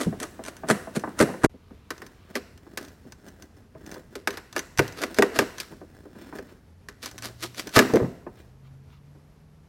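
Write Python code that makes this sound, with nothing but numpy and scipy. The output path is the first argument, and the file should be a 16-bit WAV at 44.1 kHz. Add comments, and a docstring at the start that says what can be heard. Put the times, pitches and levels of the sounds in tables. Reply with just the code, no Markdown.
"""Workshop: a glued fibreglass body panel is pried off along its seam. The first pulls are heard from across
the floor and break off abruptly at 1.46 s; after a brief silence the scene changes and the rest is close by.
Rips and frays are random fibre breaks; snaps, knocks and bright ticks are decaying shell modes plus coloured
noise; creaks are stick-slip impulses. Cloth strokes, room air with a steady machine line and, late on, a faint
climbing hum like a far engine."""
import sys
import numpy as np
from scipy import signal
from scipy.fft import rfft, irfft
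from scipy.io import wavfile
from scipy.ndimage import uniform_filter1d

SR = 44100
rng = np.random.default_rng(int(sys.argv[2]) if len(sys.argv) > 2 else 0)


def to_wav(sig):
    """Store sig (one row per channel, or 1-D mono) as 16-bit WAV at the path in sys.argv[1].

    Samples outside -1..1 are clipped; the rate is SR.
    """
    pcm = np.clip(np.atleast_2d(sig), -1, 1) * 32767
    pcm = np.round(pcm).astype(np.int16)
    wavfile.write(sys.argv[1], SR, pcm.T)  # frames by channels


N = 426888
TIME = np.arange(N) / SR
RING = TIME[:SR // 3]  # time axis of one event
# shell registers: (low f/Hz, high f/Hz)
THUD, BODY, CRACK, SPLINTER = (130, 250), (250, 700), (700, 2500), (2500, 17000)
FAR_END_S, NEAR_START_S = 1.463, 1.495
# table levels are nominal: trims in the functions and the mix come on top


def undb(db):
    """Decibels to gain."""
    return 10 ** (np.asarray(db) / 20)


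def unit(x):
    """Scale to rms 1."""
    return x / np.sqrt(np.mean(x ** 2))


def crest(x):
    """Scale so that the loudest 4 ms have rms 1."""
    return x / np.sqrt(uniform_filter1d(x ** 2, size=176).max())


def band(x, edges_hz):
    """Causal band-pass: low registers answer later, as bending waves do."""
    return signal.sosfilt(signal.butter(3, edges_hz, "band", fs=SR, output="sos"), x)


def tint(x, colour):
    """Filter x by a gain curve of (f/Hz, level/dB) points, linear in log f."""
    hz, db = np.transpose(colour)
    bins_hz = np.maximum(np.fft.rfftfreq(len(x), 1 / SR), 1)
    gain = undb(np.interp(np.log(bins_hz), np.log(hz), db))
    return irfft(rfft(x) * gain, len(x))


def fade(t_s, t60_s):
    """Exponential decay, 60 dB down after t60_s."""
    return np.exp(-np.log(1000) * t_s / t60_s)


def surge(t_s, length_s, swell_share):
    """Load that builds up exponentially until t = 0, then dies away; length_s = sum of both time constants."""
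    return np.exp(np.minimum(t_s / swell_share, -t_s / (1 - swell_share)) / length_s)


def add(out, start_s, x):
    """Mix x into out from start_s on."""
    start = int(start_s * SR)
    x, start = x[max(-start, 0):], max(start, 0)
    out[start:start + len(x)] += x[:N - start]


def fractures(count, per_s, spread_db):
    """Random tiny breaks: many small, a few large."""
    size = undb(spread_db * np.minimum(rng.exponential(size=count), 4))
    hits = rng.random(count) < per_s / SR
    return hits * size * rng.choice([-1, 1], count)


def wander():
    """Slow chance with spread 1."""
    return unit(tint(rng.standard_normal(N), [(1, 0), (8, 0), (30, -80)]))


# room noise colour: f/Hz, level/dB
ROOM_COLOUR = [(15, -42), (25, -4.5), (64, 4.5), (130, -0.5), (256, -6), (354, -15.5), (416, -9),
               (489, -15.5), (1940, -26), (3340, -32), (5430, -33), (8140, -39), (11900, -37.5),
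               (16000, -51)]
# steady machine lines: f/Hz, rms level/dB
MACHINE_LINES = [(86.1, -63.5)]


def air():
    """Uneven low rumble and thin hiss of the room, with a steady machine line."""
    lines = 0
    for hz, db in MACHINE_LINES:
        lines = lines + undb(db) * np.sqrt(2) * np.sin(2 * np.pi * (hz * TIME + rng.random()))
    noise = unit(tint(rng.standard_normal(N), ROOM_COLOUR))
    return undb(-56 + 0.86 * wander()) * noise + lines


# glue line rips: t/s of load peak, splinter level/dB, depth/dB = body re splinter, load length/s
GLUE_RIPS = [(0.009, -26.5, 6.5, 0.039), (0.226, -35.5, 9, 0.035), (0.479, -33, 5.5, 0.016),
             (0.702, -19.5, 9.5, 0.017), (0.96, -28, 3.5, 0.013), (1.207, -19, 10, 0.019),
             (1.442, -21, 13.5, 0.015), (2.362, -33, 9, 0.017), (4.338, -46.5, 13, 0.018),
             (4.576, -38.5, 11.5, 0.032), (4.986, -37, 4, 0.028), (5.026, -33, 11, 0.026),
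             (5.17, -39, 4.5, 0.02), (5.365, -31.5, 8, 0.034), (5.421, -41.5, 22.5, 0.016),
             (5.603, -40, -5, 0.05), (7.037, -35.5, -2, 0.02), (7.064, -38.5, -0.5, 0.032),
             (7.251, -31, -3.5, 0.029), (7.434, -28, -2, 0.029), (7.589, -26, -2, 0.029),
             (7.761, -14.5, -2.5, 0.025), (7.794, -35, 24, 0.023), (7.959, -39.5, 25, 0.035)]
# fibre break colour: f/Hz, level/dB
FIBRE_COLOUR = [(120, -31.5), (200, 3), (558, -8.5), (659, -3), (777, -8), (1300, 4.5), (1650, 3),
                (2290, -4.5), (2650, -8.5), (3020, -9), (4600, -7.5), (8420, -17.5), (12200, -18),
                (16000, -30)]
RIP_SWELL_SHARE = 0.46  # part of the load length spent building up
RIP_CRACK_SHARE = 0.64  # part of the depth that also lifts the crack register


def rips(start_s, end_s):
    """Crack runs along the glue: an avalanche of fibre breaks swells and dies; a deep one shakes the shell too."""
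    out, t_s = np.zeros(N), RING - RING[-1] / 2
    for s, db, depth_db, length_s in GLUE_RIPS:
        if start_s <= s < end_s:
            fibres = tint(fractures(len(t_s), per_s=3200, spread_db=4.5), FIBRE_COLOUR)
            fibres = fibres * surge(t_s, length_s, RIP_SWELL_SHARE)
            registers = [(SPLINTER, -1.5), (CRACK, RIP_CRACK_SHARE * depth_db - 2.5), (BODY, depth_db - 5)]
            rip = sum(undb(db + rel_db) * crest(band(fibres, edges)) for edges, rel_db in registers)
            add(out, s + t_s[0] + .003, rip)
    return out


# large piece gives way: t/s, level/dB
PANEL_FLEXES = [(0.064, -28), (1.207, -25), (1.44, -22), (4.789, -19.5), (5.187, -31.5), (5.386, -29),
                (7.766, -16.5), (7.934, -23), (8.019, -22)]
# slowest bending modes of the panel: nominal f/Hz, level/dB, t60/s
BENDING_MODES = [(50.5, -14.5, 0.14), (90.4, -6, 0.26), (119.3, 2, 0.18)]


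def flexes(start_s, end_s):
    """Whole panel springs back in its bending modes, each pitch varied per event."""
    out = np.zeros(N)
    for s, db in PANEL_FLEXES:
        if start_s <= s < end_s:
            flex = 0
            for hz, mode_db, t60_s in BENDING_MODES:
                varied_hz = hz * rng.uniform(0.99, 1.2)
                flex = flex + undb(mode_db) * fade(RING, t60_s) * np.sin(2 * np.pi * varied_hz * RING)
            add(out, s, undb(db) * crest(flex))
    return out


# shell modes before register damping: f/Hz, level/dB, t60/s
SHELL_MODES = [(202.8, 3.5, 0.4), (238, -2, 0.42), (333, -5, 0.063), (399.8, 3.5, 0.41), (497, 0, 0.24),
               (620, -7.5, 0.023), (684, -3.5, 0.068), (928, -9.5, 0.54), (1054, -1.5, 0.97),
               (1230, -8, 0.44), (1430, -7.5, 0.052), (1517, 3.5, 0.23), (1540, -10, 0.096),
               (1760, 3.5, 0.27), (2025, -7, 0.13), (2200, -8, 0.12)]
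MODE_RINGS = np.array([undb(db) * fade(RING, t60_s) * np.sin(2 * np.pi * hz * RING)
                       for hz, db, t60_s in SHELL_MODES])
# colour of the dense short modes: f/Hz, level/dB
THICKET_COLOUR = [(29, -37), (50, -12), (408, 3.5), (630, -6.5), (802, -9.5), (1300, -7.5), (1430, -21.5),
                  (1620, -9.5), (2750, -14), (2950, -17.5), (5270, -15), (9410, -25), (11700, -24.5),
                  (14200, -26), (16000, -38)]


def blow(registers, modes_db, contact_hz, spot_hz=6060.0, spot_db=-4.0, spot_t60_s=0.037):
    """One blow on the shell: main modes over a thicket of short ones; registers = (edges/Hz, level/dB, t60/s)."""
    contact = signal.butter(2, contact_hz, fs=SR, output="sos")
    # each blow starts every mode with a random sign, at nearly equal strength
    strengths = rng.uniform(0.99, 1, len(MODE_RINGS)) * rng.choice([-1, 1], len(MODE_RINGS))
    modes = signal.sosfilt(contact, strengths @ MODE_RINGS)
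    # the spot struck has a short ring of its own
    spot = np.sin(2 * np.pi * spot_hz * RING) * fade(RING, spot_t60_s)
    thicket = signal.sosfilt(contact, tint(rng.standard_normal(len(RING)), THICKET_COLOUR))
    out = 0
    for edges, db, t60_s in registers:
        part = crest(band(thicket * fade(RING, t60_s), edges))
        part = part + undb(spot_db) * band(spot, edges)
        if edges != SPLINTER:
            part = part + undb(modes_db) * crest(band(modes * fade(RING, 2.6 * t60_s), edges))
        out = out + undb(db) * crest(part)
    return out


# loose shell bumps: t/s, body level/dB, crack re body/dB, spot ring f/Hz
SHELL_KNOCKS = [(0.066, -20.5, -20, 203), (0.125, -28.5, -4, 675), (0.392, -31, -1, 653),
                (0.634, -28.5, 1.5, 647), (0.872, -31, 1, 659), (0.965, -20.5, -37, 213),
                (1.037, -27, 7, 317), (1.074, -25, -2.5, 303), (1.289, -27.5, 3, 250),
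                (1.34, -29, -1.5, 525), (1.54, -42, -15, 230), (1.707, -41, -7.5, 206),
                (2.666, -42.5, -3, 335), (3.051, -42.5, -14, 218), (3.75, -36.5, -9, 642),
                (3.96, -37.5, -0.5, 508), (5.723, -39, -4.5, 229), (5.814, -36.5, -4, 298),
                (6.054, -37.5, -10.5, 300), (6.153, -43, -4, 213), (6.326, -34, 1.5, 310),
                (7.441, -32.5, -0.5, 360), (7.822, -18.5, -1.5, 252), (7.85, -20, -6, 260),
                (7.897, -25, -3, 270), (7.936, -8, -19, 443), (7.959, -9.5, -12.5, 312), (8, -18, -11, 470),
                (8.026, -22.5, -10.5, 191), (8.045, -25.5, -8, 185), (8.265, -29.5, -2, 360),
                (9.149, -48.5, -7, 303)]
# a slack spot rings low and thuds, a stiff one hardly does; thud re body
SLACK_HZ, STIFF_HZ, SLACK_THUD_DB, STIFF_THUD_DB = 198, 292, 1.5, -11


def knocks(start_s, end_s):
    """Dull, low-passed blows of the loose shell."""
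    out = np.zeros(N)
    for s, db, crack_db, spot_hz in SHELL_KNOCKS:
        if start_s <= s < end_s:
            thud_db = np.interp(spot_hz, [SLACK_HZ, STIFF_HZ], [SLACK_THUD_DB, STIFF_THUD_DB])
            registers = [(THUD, db + thud_db, .13), (BODY, db - 2.5, .1), (CRACK, db + crack_db - 4.5, .07)]
            add(out, s, blow(registers, modes_db=-7, contact_hz=825,
                             spot_hz=spot_hz, spot_db=6.0, spot_t60_s=0.086))
    return out


# thick fibres part one by one: t/s, splinter level/dB
FIBRE_TICKS = [(0.201, -29), (0.23, -26.5), (0.438, -36), (0.451, -36), (0.462, -33), (0.567, -40),
               (0.687, -25), (0.995, -37), (1.191, -21.5), (1.98, -45), (2.065, -43.5), (2.576, -51.5),
               (2.828, -46), (2.849, -44.5), (2.883, -48), (3.122, -41), (3.285, -46.5), (3.423, -42),
               (3.863, -43.5), (3.915, -38.5), (3.942, -41), (4.306, -33), (4.527, -39.5), (4.58, -29),
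               (4.592, -25), (4.775, -29), (4.785, -22.5), (4.879, -35.5), (4.924, -41.5), (5.018, -32),
               (5.145, -34.5), (5.583, -32.5), (7.028, -35.5), (7.059, -29), (7.113, -41.5), (7.18, -36),
               (7.186, -38), (7.223, -34), (7.546, -41), (7.672, -34.5), (7.692, -39.5), (7.937, -31.5),
               (7.958, -30.5)]


def ticks(start_s, end_s):
    """Single fibre breaks: short bright blows without thud or body."""
    out = np.zeros(N)
    for s, db in FIBRE_TICKS:
        if start_s <= s < end_s:
            registers = [(CRACK, db - 6, .035), (SPLINTER, db - .8, .02)]
            add(out, s, blow(registers, modes_db=2.5, contact_hz=16200))
    return out


# bond lets go: t/s, crack level/dB, body re crack/dB, splinter re crack/dB, spot ring f/Hz
BOND_SNAPS = [(0.701, -17, -2.5, -5.5, 1195), (1.202, -15, 7, -15, 2100), (1.225, -20.5, 4.5, -4.5, 2010),
              (1.44, -17, 3, -20, 930), (1.905, -27, -0.5, -4, 1070), (2.019, -34.5, -0.5, -8.5, 1830),
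              (2.354, -23.5, 0.5, -3.5, 2030), (2.774, -28, -4, 0, 1730), (4.154, -35, 5, -0.5, 1465),
              (4.274, -14.5, -7.5, -7.5, 1637), (4.372, -34, -1, -1, 1970), (4.563, -22.5, -2, -5.5, 1680),
              (4.792, -10.5, 2.5, -9, 1528), (5.036, -21.5, -0.5, -5, 2010), (5.186, -13, 6, -8, 1630),
              (5.223, -11, 0.5, -7.5, 1905), (5.389, -12.5, 0, -2.5, 1634), (5.601, -36, -2, 10, 1670),
              (6.386, -36, 7, -8.5, 1595), (6.886, -32.5, -9.5, -5.5, 1790), (7.761, -12, -3.5, -9, 1230),
              (7.769, -11, 6, -6.5, 1236), (7.781, -13.5, -8, -6.5, 1710), (7.79, -7.5, -8, -4, 1680)]
# thud re crack: the whole panel is heard from afar, only the seam from close by
FAR_THUD_DB, NEAR_THUD_DB = -3, -21.5
# a violent snap is damped by the break it makes: factors on crack and splinter t60
WEAK_SNAP_DB, STRONG_SNAP_DB, WEAK_RING, STRONG_RING = -31.5, -16, 1.1, .8


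def snaps(start_s, end_s, thud_db):
    """Bond breaks as a full-range blow; frayed fibres keep parting for a moment after."""
    out = np.zeros(N)
    for s, db, body_db, splinter_db, spot_hz in BOND_SNAPS:
        if start_s <= s < end_s:
            ring = np.interp(db, [WEAK_SNAP_DB, STRONG_SNAP_DB], [WEAK_RING, STRONG_RING])
            registers = [(THUD, db + thud_db, 0.09), (BODY, db + body_db - 3.5, 0.11),
                         (CRACK, db - .3, 0.048 * ring), (SPLINTER, db + splinter_db - .3, 0.035 * ring)]
            add(out, s, blow(registers, modes_db=-4, contact_hz=16700,
                             spot_hz=spot_hz, spot_db=5.5, spot_t60_s=0.03))
            fray = tint(fractures(len(RING), per_s=300, spread_db=3.0), FIBRE_COLOUR)
            fray = crest(band(fray, (900, SPLINTER[1])) * fade(RING, .25))
            add(out, s, undb(db + splinter_db - 15) * fray)
    return out


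# pushes bend the shell and rub it along the seam: t/s of peak, body level/dB, load length/s
SEAM_PUSHES = [(1.083, -42.5, .08), (2.043, -45, 0.15), (2.303, -45, .04), (2.675, -55.5, 0.33),
               (2.829, -39.5, 0.12), (3.08, -48, 0.053), (3.276, -43, 0.13), (3.432, -42.5, 0.043),
               (3.575, -46.5, 0.042), (3.925, -36.5, .12), (4.14, -43, 0.025), (5.115, -37.5, .05),
               (5.723, -44, .07), (5.967, -49.5, 0.2), (6.226, -41, 0.13), (6.364, -37.5, 0.05),
               (6.495, -46, .14), (7.145, -45.5, 0.046), (7.27, -42.5, 0.12), (7.68, -38, 0.054),
               (8.387, -46, .1)]
# stick-slip colour: f/Hz, level/dB
SLIP_COLOUR = [(88, -43), (150, -1), (328, -1), (422, -4.5), (466, -10), (689, -10), (805, -15),
               (1190, -18), (1660, -11), (2180, -21.5), (4860, -27), (9820, -34.5), (14500, -33),
               (16000, -26)]
PUSH_SWELL_SHARE = 0.53  # part of the load length spent building up
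CREAK_CRACK_DB, CREAK_SPLINTER_DB, CRACKLE_DB = -8.5, -14.5, -20  # re creak body


def creaks():
    """Stick-slip of seam, blade and hand on the straining shell, and fine fibre crackle, both following the push."""
    slips = tint(fractures(N, per_s=650, spread_db=4), SLIP_COLOUR)
    catch_ring = rng.standard_normal(len(RING)) * fade(RING, .02)

    def rung(x, edges):
        """Let each break ring briefly, limited to a band."""
        return unit(band(signal.fftconvolve(x, catch_ring)[:N], edges))

    body, crack = unit(band(slips, (170, 700))), unit(band(slips, CRACK))
    splinter = rung(slips, SPLINTER)
    crackle = rung(tint(fractures(N, per_s=110, spread_db=1.5), FIBRE_COLOUR), (1200, SPLINTER[1]))
    effort = sum(undb(db - 3.5) * surge(TIME - s, length_s, PUSH_SWELL_SHARE) for s, db, length_s in SEAM_PUSHES)
    return effort * (body + undb(CREAK_CRACK_DB) * crack + undb(CREAK_SPLINTER_DB) * splinter
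                     + undb(CRACKLE_DB) * crackle)


# sleeve brushes the shirt: t/s of peak, level/dB, half length/s (to 1/e)
SLEEVE_STROKES = [(1.77, -68, 0.49), (2.29, -67, 0.16), (6.236, -61, 0.099), (6.496, -58.5, 0.019),
                  (8.396, -60, 0.029), (8.666, -63.5, 0.028), (8.936, -62.5, 0.046)]
# cloth colour: f/Hz, level/dB
CLOTH_COLOUR = [(590, -16), (1000, 10.5), (1870, -10), (2100, -3), (3980, -8), (13100, -37), (14200, -18),
                (16000, -25)]


def sleeve():
    """Soft strokes of cloth on cloth: dense tiny impulses under Gaussian envelopes."""
    threads = tint(fractures(N, per_s=4000, spread_db=3), CLOTH_COLOUR)
    threads = unit(band(threads, (1300, SPLINTER[1])))
    return threads * sum(undb(db) * np.exp(-((TIME - s) / half_s) ** 2) for s, db, half_s in SLEEVE_STROKES)


# two hum climbs, each a list of: t/s, f/Hz, rms level/dB
HUM_CLIMBS = [
    [(7.05, 110.9, -62), (7.06, 110.5, -62), (7.216, 115.2, -48.5), (7.5, 121.6, -52)],
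    [(8.45, 120.7, -56), (8.562, 134.2, -54), (8.716, 135, -50.5), (9.68, 156.7, -60)],
]
HUM_EDGE_S, HUM_WAVER_DB, HUM_DB = 0.28, 2.3, -0.5


def hum():
    """One low sine line that climbs slowly, wavers and fades in and out."""
    out = 0
    for climb in HUM_CLIMBS:
        s, hz, db = np.transpose(climb)
        gate = np.clip(1 + np.minimum(TIME - s[0], s[-1] - TIME) / HUM_EDGE_S, 0, 1)
        phase = 2 * np.pi * np.cumsum(np.interp(TIME, s, hz)) / SR
        out = out + gate * undb(np.interp(TIME, s, db)) * np.sin(phase)
    return np.sqrt(2) * undb(HUM_DB + HUM_WAVER_DB * wander()) * out


# reflections off floor and car body: lag/ms, level/dB
REFLECTIONS = [(2.6, -19), (4.3, -18), (7.1, -16), (11.2, -18.5)]


def mirrored(x):
    """Nearby hard surfaces send the treble back a few milliseconds later."""
    bright = band(x, (CRACK[0], SPLINTER[1]))
    out = x.copy()
    for lag_ms, db in REFLECTIONS:
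        add(out, lag_ms / 1e3, undb(db) * bright)
    return out


def workshop(x, wet_db, low_t60_s, mid_t60_s, high_t60_s):
    """Diffuse echo, as the large panel radiates differently in every direction:
    each half octave stores the energy it is fed and gives it back as fading noise."""
    edges_hz = 44 * 2 ** (np.arange(18) / 2)
    noise, out = rng.standard_normal(N), x
    gather = np.exp(-1 / (0.0018 * SR))  # first reflections take milliseconds to gather
    for low, high in zip(edges_hz, edges_hz[1:]):
        t60_s = np.interp(np.log(low), np.log([150, 1200, 8000]), [low_t60_s, mid_t60_s, high_t60_s])
        keep = fade(1 / SR, t60_s) ** 2
        stored = signal.lfilter([1 - keep], [1, -keep], band(x + 1e-9, (low, high)) ** 2)
        stored = signal.lfilter([1 - gather], [1, -gather], stored)
        out = out + undb(wet_db) * np.sqrt(stored) * unit(band(noise, (low, high)))
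    return out


def strikes(start_s, end_s, thud_db):
    """All timed panel events between two times."""
    return (rips(start_s, end_s) + flexes(start_s, end_s) + knocks(start_s, end_s)
            + ticks(start_s, end_s) + snaps(start_s, end_s, thud_db))


# effect of the way across the floor: f/Hz, level/dB
DISTANCE_COLOUR = [(150, 3), (400, 0), (1200, -1), (1900, -2), (5000, -6), (9000, 5), (13000, -6.5),
                   (16000, -5)]


def scene():
    """Pulling by hand from afar; after a brief silence the scene changes to prying close by."""
    rubbing = creaks()
    pulls = tint(strikes(0, FAR_END_S, FAR_THUD_DB) + rubbing, DISTANCE_COLOUR)
    far = workshop(mirrored(pulls), wet_db=-12, low_t60_s=0.44, mid_t60_s=0.54, high_t60_s=0.65)
    far_noise = undb(-51.0) * unit(tint(rng.standard_normal(N), SLIP_COLOUR))
    far = far + far_noise + undb(3.5) * air()
    work = strikes(NEAR_START_S, np.inf, NEAR_THUD_DB) + rubbing + sleeve()
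    near = workshop(mirrored(work), wet_db=-15.0, low_t60_s=0.66, mid_t60_s=0.68, high_t60_s=0.79)
    near = near + undb(2.0) * air() + hum()
    before = uniform_filter1d(1. * (TIME < FAR_END_S), size=64)
    after = uniform_filter1d(1. * (TIME > NEAR_START_S), size=64)
    return (far * before + near * after)[None]


def record(dry):
    """The deepest bass is lost, the loudest peaks are rounded and the top is cut."""
    lean = signal.sosfilt(signal.butter(2, 28, "high", fs=SR, output="sos"), dry)
    rounded = np.tanh(.8 * lean) / .8
    return signal.sosfilt(signal.ellip(8, .2, 80, 16000, fs=SR, output="sos"), rounded)


dry = scene()
out = record(dry)
to_wav(out)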